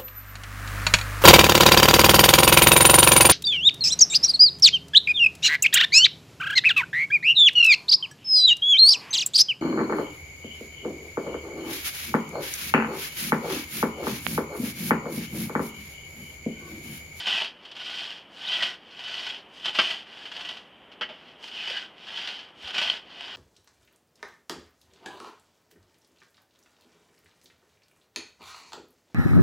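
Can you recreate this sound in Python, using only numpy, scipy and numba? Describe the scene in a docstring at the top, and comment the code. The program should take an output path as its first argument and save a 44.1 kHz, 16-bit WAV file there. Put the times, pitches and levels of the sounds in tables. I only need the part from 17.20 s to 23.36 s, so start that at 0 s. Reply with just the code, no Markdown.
"""A long crosscut saw is pulled and pushed by hand through a big log, a few metres away in a quiet forest.
The rasp is dense fibre snaps and hiss, pulsed by biting teeth and shaped by the force of each stroke.
Snags are bursts of snaps, knocks are a click and chatter through ringing modes, squeaks are unsteady sines.
Log and blade colour the rasp, noise tails scatter the saw off bank and trunks, and filtered noise is the air.
A phone microphone adds a peak near 3 kHz; both channels carry the same sound."""
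import sys
import numpy as np
from scipy import signal
from scipy.fft import rfft, irfft, next_fast_len
from scipy.io import wavfile
from scipy.ndimage import uniform_filter1d
from numba import njit

SR = 44100
rng = np.random.default_rng(int(sys.argv[2]) if len(sys.argv) > 2 else 0)


def digitize_waveform(pressure):
    """Quantize a signal to 16-bit integers and store it at the path in sys.argv[1].

    Rows of a 2-D input are taken as channels; values are limited to [-1, 1].
    """
    field = np.atleast_2d(pressure).T
    bounded = np.clip(field, -1, 1)
    quanta = np.round(bounded * 32767).astype(np.int16)
    wavfile.write(sys.argv[1], SR, quanta)


N = 271656
TIME = np.arange(N) / SR
SIZE = next_fast_len(N + SR, True)  # room for a one-second tail
HZ = np.fft.rfftfreq(SIZE, 1 / SR) + 1e-3  # kept just above zero for logs and divisions


def undb(db):
    """Decibels to gain."""
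    return 10 ** (np.asarray(db) / 20)


def unit(x):
    """Scale to rms 1."""
    return x / np.sqrt(np.mean(np.abs(x) ** 2))


def filtered(x, response):
    """Pass a sound through a frequency response."""
    return irfft(rfft(x, SIZE) * response, SIZE)[:N]


def colour(points):
    """Causal (minimum-phase) response with the given (Hz, dB) outline."""
    hz, db = np.transpose(points)
    outline_db = np.interp(np.log(HZ), np.log(hz), db)
    cepstrum = irfft(np.log(undb(outline_db)), SIZE)
    # fold the cepstrum forward in time, so that nothing sounds early
    cepstrum[1:SIZE // 2] *= 2
    cepstrum[SIZE // 2 + 1:] = 0
    return np.exp(rfft(cepstrum))


def resonances(modes):
    """Response that lifts (or dips) each (Hz, width Hz, dB) mode from a flat line."""
    response = 1
    for hz, width, db in modes:
        peak = 1 / (1 + 1j * (HZ ** 2 - hz ** 2) / (HZ * width))
        response = response * (1 + (undb(db) - 1) * peak)
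    return response


def lowpass(hz, order):
    """Causal response that falls, above hz, by 6 dB an octave for each order."""
    return signal.freqs(*signal.butter(order, 1, analog=True), HZ / hz)[1]


def highpass(hz, order):
    """Causal response that rises, up to hz, by 6 dB an octave for each order."""
    return signal.freqs(*signal.butter(order, 1, "high", analog=True), HZ / hz)[1]


def walk(rate):
    """Smooth random wander with rms 1, heading for a new value rate times a second."""
    hold = int(SR / rate)
    steps = np.repeat(rng.standard_normal(N // hold + 2), hold)
    return unit(uniform_filter1d(steps, hold)[:N])


# Resonances of log and blade under the teeth. Each row: frequency in Hz, width in Hz, lift in dB.
LOG_AND_BLADE = [(396, 73, 7.5), (675, 74, 7), (877, 220, 3.5), (1400, 23, -1.5), (1491, 97, 8.5),
                 (1664, 82, 5), (1960, 112, 8), (2490, 230, 7), (3745, 160, 3.5), (4240, 89, 6),
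                 (4680, 66, 7.5), (5470, 140, 3)]
# Spectrum of tearing fibres. Each row: frequency in Hz, relative level in dB.
TEARING = [(30, -28), (80, -18), (200, -8.5), (450, -14), (700, -5.5), (1100, -4), (1600, -4.5),
           (2300, -4.5), (2800, 0), (3400, -1), (4000, -4.5), (5000, -3.5), (6500, -15), (10000, -27),
           (15000, -37)]


def rasp(body):
    """Teeth grind the log (low), snap single fibres (middle) and brush through sawdust (top)."""
    wood, force, bright = sawing()
    bites = teeth(20 * np.log10(force), bites_per_s=35, bite_share=0.57, depth_db=4, uneven_db=2.5)
    tone = unit(colour(TEARING) * body)
    wood_hz, dust_hz = 1900, 6300  # where grinding gives way to snaps, and snaps to dust
    grind_tone = tone * lowpass(wood_hz, order=4)
    fibre_tone = tone * highpass(wood_hz, order=4) * lowpass(dust_hz, order=4)
    dust_tone = tone * highpass(dust_hz, order=4)
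    grind = filtered(snaps(per_s=1500, spread_db=2.5) * bites, grind_tone)
    fibres = filtered(snaps(per_s=3600, spread_db=3) * bites, fibre_tone)
    dust = filtered(rng.standard_normal(N) * bites, dust_tone)
    cut = wood * grind + force * fibres + bright * dust
    return cut + blade_ring(cut, width_hz=450)


# Pulls, the cutting strokes. Each row: start in seconds, fastest moment in seconds, end in seconds,
# force in dB, swell exponent, woody share in dB, bright share in dB,
# blade ring at the start in Hz, blade ring at the end in Hz, ring level against the cut in dB.
PULL_STROKES = [(-.12, 0.118, .36, -31, 1.53, 0, 0.5, 3870, 2100, -4),
                (1.048, 1.42, 1.608, -34, 3.04, 0, 1, 5500, 1420, -6),
                (2.26, 2.617, 2.903, -34, 2.99, -0.5, 1, 4170, 1900, -9),
                (4.172, 4.529, 4.75, -39, 1.4, -0.5, -1, 4396, 1140, -3),
                (5.3, 5.65, 5.856, -34, 3.12, 1, -0.5, 4600, 1814, -9)]
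# Pushes, the lighter strokes back, and at 3.8 s a faint easing of the blade.
# Each row: start in seconds, fastest moment in seconds, end in seconds,
# force in dB, swell exponent, woody share in dB, bright share in dB.
PUSHES_AND_EASING = [(0.337, .81, 1.09, -39.5, 2.3, -1.5, 0), (1.571, 2.057, 2.274, -39.5, 2.16, -1, -0.5),
                     (2.859, 3.251, 3.52, -46, .55, 3, 2), (3.8, 4.092, 4.21, -61, 0.48, 2, -6),
                     (4.719, 5.059, 5.35, -40.5, 1.9, -.5, -2), (5.829, 6.255, 6.49, -43, 1.07, 2.5, -1.5)]
# The blade sticks for a moment and the rasp drops.
# Each row: middle in seconds, depth in dB, half length in seconds.
STICKING = [(0.036, -9, .028), (0.534, -6.5, .03), (2.416, -6.5, .03), (2.525, -12, 0.016),
            (3.101, -7, 0.034), (4.309, -5, 0.029), (5.522, -10, .014)]
REST_DB = -75  # a faint rub in the kerf under all strokes
SLIDE_DB, SLIDE_S = 12, 0.14  # extra hiss while the blade slides in at the start of a pull


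def sawing():
    """Pulls, pushes and one faint easing of the blade before a pull, broken where the blade sticks."""
    # three rows: strengths of grinding, fibre snaps and dust
    drive = undb(REST_DB) + sum(stroke(*row) for row in PUSHES_AND_EASING)
    for start, *pull in PULL_STROKES:
        wood, force, dust = stroke(start, *pull[:6])
        slide = np.exp(-((TIME - start) / SLIDE_S) ** 4)
        drive = drive + np.array([wood, force, dust * undb(SLIDE_DB * slide)])
    drop_db = sum(db * np.exp(-((TIME - s) / length) ** 2) for s, db, length in STICKING)
    return drive * undb(drop_db)


RELEASE_EXPONENT = 2.5  # how steeply the force falls as a stroke slows
SLOW_WOOD_DB, SLOW_BRIGHT_DB = 1, -2.5  # a slower blade grinds more than it cuts


def stroke(start, fastest, end, db, swell, wood_db, bright_db):
    """The arm speeds up and slows down, and the force follows: strengths of grinding, snaps and dust."""
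    speed = np.sin(np.pi / 2 * np.interp(TIME, [start, fastest, end], [0, 1, 0]))
    exponent = np.where(TIME < fastest, abs(swell), RELEASE_EXPONENT)
    force = undb(db) * speed ** exponent
    slow = 1 - speed
    return force * undb([wood_db + SLOW_WOOD_DB * slow, np.zeros(N), bright_db + SLOW_BRIGHT_DB * slow])


def teeth(force_db, bites_per_s, bite_share, depth_db, uneven_db):
    """Each tooth bites and lets go; bites come faster where the stroke is strong."""
    speed = undb(.2 * (force_db - force_db.max()))
    travel = np.cumsum(bites_per_s * speed * np.exp(.2 * walk(20))) / SR  # counted in teeth
    grip_db = uneven_db * rng.standard_normal(N)[travel.astype(int)]  # one draw for each tooth
    return unit(undb((depth_db + grip_db) * np.exp(-(travel % 1) / bite_share)))


def snaps(per_s, spread_db):
    """Dense clicks of unequal size and random sign, rms 1: single fibres breaking."""
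    size = undb(spread_db * np.clip(rng.standard_normal(N), -2, 2))
    return unit((rng.random(N) < per_s / SR) * size * rng.choice([-1, 1], N))


def blade_ring(cut, width_hz):
    """On a pull the free end of the blade grows longer, so its ring sweeps down."""
    ring = np.zeros(N)
    for start, _, end, *_, from_hz, to_hz, db in PULL_STROKES:
        drawn = np.clip((TIME - start) / (end - start), 0, 1)
        hz = from_hz * (to_hz / from_hz) ** drawn
        driven = cut * np.sqrt(4 * drawn * (1 - drawn)) + 1e-18  # tiny offset keeps the filter from stalling
        ring += undb(db) * moving_band(driven, hz, float(width_hz))
    return ring


@njit
def moving_band(x, hz, width):
    """State-variable band-pass whose centre glides; gain 1 at the centre."""
    y, band, low = np.empty(len(x)), 0., 0.
    for i in range(len(x)):
        g, damping = np.tan(np.pi * hz[i] / SR), width / hz[i]
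        v = (band + g * (x[i] - low)) / (1 + g * (g + damping))
        band = 2 * v - band
        low = low + 2 * g * v
        y[i] = damping * v
    return y


# Teeth that snag and rip through a bundle of fibres. Each row: start in seconds, level in dB, length in seconds.
SNAGGED_TEETH = [(0.068, -29.5, .014), (0.219, -33, 0.0085), (1.337, -34, 0.014), (1.424, -28, 0.025),
                 (2.066, -33, 0.013), (2.1, -37.5, 0.01), (2.445, -36.5, .012), (2.457, -28, .011),
                 (2.479, -33.5, 0.013), (2.549, -31.5, 0.015), (2.588, -28, .02), (3.717, -53, 0.025),
                 (4.239, -39.5, 0.0062), (4.279, -43.5, 0.0091), (4.564, -38, .03), (4.883, -46, .008),
                 (4.956, -38.5, 0.013), (5.479, -37.5, 0.0051), (5.504, -37.5, 0.013), (5.543, -33, 0.017),
                 (5.58, -28, 0.025), (5.699, -23, 0.0032)]


def snags(body):
    """A caught tooth rips free in a short, dense burst of snaps."""
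    force = np.zeros(N)
    for s, db, length in SNAGGED_TEETH + skips():
        age = np.maximum(TIME - s, 0)
        force += undb(db) * (1 - np.exp(-age / 0.00032)) * np.exp(-(age / length) ** 2)
    tone = unit(colour(TEARING) * body * lowpass(9800, order=1) * highpass(470, order=1))
    return filtered(force * snaps(per_s=9000, spread_db=7), tone)


# Early in a push the teeth catch one after another.
# Each row: first catch in seconds, last catch in seconds, count of teeth, first level in dB, last level in dB.
CATCHING_RUNS = [(0.45, 0.611, 4, -47, -43), (3.054, 3.289, 6, -41, -38)]
SKIP_LENGTH_S = 0.017  # length of each catch
SKIP_LAG, SKIP_SPEEDUP = .55, 0.44  # the first gap is longer by the lag, which shrinks tooth by tooth


def skips():
    """Runs of snags, one for each tooth, that quicken with the blade: (s, level dB, length s)."""
    rows = []
    for first, last, count, first_db, last_db in CATCHING_RUNS:
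        gaps = 1 + SKIP_LAG * SKIP_SPEEDUP ** np.arange(round(count))
        along = np.cumsum(gaps) - gaps
        for u in along / along[-1]:
            rows.append((first + u * (last - first), first_db + u * (last_db - first_db), SKIP_LENGTH_S))
    return rows


# The blade knocks against the kerf and chatters. Each row: start in seconds, level in dB,
# chatter decay in seconds, hardness (treble limit) in Hz, loudest ring in Hz.
BLADE_KNOCKS = [(.216, -33.5, 0.0084, 1810, 820), (1.434, -29.5, 0.0041, 5000, 2480),
                (2.478, -40, 0.026, 900, 745), (2.588, -19.5, 0.014, 8000, 1280),
                (3.811, -33, 0.0085, 6960, 1400), (3.817, -36.5, 0.023, 7000, 1900),
                (3.892, -43, 0.035, 3170, 567)]
# Spectrum of a knock. Each row: frequency in Hz, relative level in dB.
KNOCK_COLOUR = [(30, -28), (80, -19), (200, -11), (450, -6.5), (750, -5), (1250, -4), (1700, -6.5),
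                (3000, -2), (4000, -10.5), (5000, -9), (6500, -23.5), (10000, -35), (15000, -36)]
# Modes that a knock sets ringing. Each row: frequency in Hz, width in Hz, lift in dB.
KNOCK_MODES = [(216, 34, 7), (366, 49, 7.5), (617, 22, 6.5), (848, 18, 10), (1260, 55, 1), (1367, 24, 5),
               (1580, 23, 10.5), (1952, 7.1, 11), (2190, 39, 3.5), (2650, 50, -6.5), (2880, 22, 2),
               (3075, 40, 4), (4180, 25, -7), (4510, 27, 8)]


def knocks(slap_db, ring_db):
    """The blade slaps the side of the kerf and chatters to rest; where and how hard it lands sets the colour."""
    tone = unit(colour(KNOCK_COLOUR) * resonances(KNOCK_MODES))
    chatter = snaps(per_s=6000, spread_db=1.0)
    out = np.zeros(N)
    for s, db, decay, hard_hz, ring_hz in BLADE_KNOCKS:
        age = np.maximum(TIME - s, 0)
        force = chatter * (1 - np.exp(-age / 0.001)) * np.exp(-age / decay)
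        force[int(s * SR)] += undb(slap_db)  # the slap is a single click
        spot = resonances([(ring_hz, ring_hz / 4, ring_db)]) * lowpass(hard_hz, order=2)
        out += undb(db) * filtered(force, tone * spot)
    return out


# The blade binds in the kerf and gives a short, rough squeak.
# Each row: middle in seconds, average pitch in Hz, level in dB, half length in seconds.
BLADE_SQUEAKS = [(0.155, 2626, -37, 0.015), (1.277, 3610, -30, 0.0073), (1.342, 3174, -34.5, 0.016),
                 (1.416, 1980, -28, 0.0098), (1.437, 3260, -28, 0.0022), (2.45, 3080, -33, 0.0017),
                 (2.484, 3090, -32, 0.0029), (4.511, 546, -35.5, 0.0052), (4.567, 1638, -37, 0.03),
                 (5.7004, 3113, -21.5, 0.0012)]


def squeaks(waver):
    """Steel sticks and slips on the wood; the pitch is too unsteady to make a clean note."""
    clock = np.cumsum(1 + waver * walk(600)) / SR  # time that runs unevenly, so pitch wavers
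    grip = unit(undb(4.1 * walk(250)))
    out = np.zeros(N)
    for s, hz, db, length in BLADE_SQUEAKS:
        swell = np.exp(-((TIME - s) / length) ** 2)
        out += undb(db) * swell * np.sin(2 * np.pi * hz * clock)
    return out * grip


def thud(s, hz, db, length):
    """A soft, low bump: a sine that swells and fades around its middle."""
    age = TIME - s
    return undb(db) * np.exp(-(age / length) ** 2) * np.sin(2 * np.pi * hz * age)


def near_echoes(saw, t60, db, count):
    """Short paths by way of log and bank; their mix wanders at random, as blade and sawyer move."""
    weights = np.array([walk(7) for _ in range(count)])
    weights /= np.linalg.norm(weights, axis=0)
    return sum(scatter(saw * weight, t60, db, top_hz=11000) for weight in weights)


def scatter(x, t60, db, top_hz):
    """Many small reflections, dulled in the treble, that fall by 60 dB in t60 seconds."""
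    age = TIME[:SR]
    tail = rng.standard_normal(SR) * undb(-60 * age / t60) * (1 - np.exp(-age / 0.00081))
    dulling = 1 + 1j * HZ / top_hz
    return undb(db) * filtered(x, rfft(tail / np.linalg.norm(tail), SIZE) / dulling)


# Spectrum of the forest air. Each row: frequency in Hz, relative level in dB.
AIR_COLOUR = [(20, -34), (40, -18), (60, -6.5), (110, -9), (200, 1), (400, 0), (800, -1), (1500, -6),
              (2500, -7.5), (3300, -14.5), (4000, -23), (5000, -31), (7000, -35), (10000, -37.5),
              (15000, -40)]
AIR_DB = -54  # middle level of the rush


def forest_air():
    """A faint rush of coloured noise that wavers a little in level."""
    rush = filtered(rng.standard_normal(N), unit(colour(AIR_COLOUR)))
    return rush * undb(AIR_DB + .5 * walk(3.5))


def scene():
    """The saw, its echoes from the near bank and the far trunks, a bump and the air; one microphone."""
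    body = resonances(LOG_AND_BLADE)
    saw = rasp(body) + snags(body) + knocks(slap_db=16.5, ring_db=11.0) + squeaks(waver=0.03486)
    bank = near_echoes(saw, t60=.12, db=-8.5, count=6)
    trunks = scatter(saw, t60=0.5, db=-15.5, top_hz=3500)
    bump = thud(s=5.455, hz=75, db=-48, length=0.012)
    mono = saw + bank + trunks + bump + forest_air()
    return np.array([mono, mono])


# Resonances of the microphone port. Each row: frequency in Hz, width in Hz, lift in dB.
MIC_PORT = [(2952, 241, 6), (3176, 318, 10.5)]
TOP_HZ = 15250  # upper limit of the microphone's sound


def record(dry):
    """The microphone port rings near 3 kHz, and a steep low-pass cuts the top."""
    port = resonances(MIC_PORT)
    heard = np.array([filtered(channel, port) for channel in dry])
    return signal.sosfilt(signal.ellip(10, .2, 70, TOP_HZ, fs=SR, output="sos"), heard)


dry = scene()
out = record(dry)
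digitize_waveform(out)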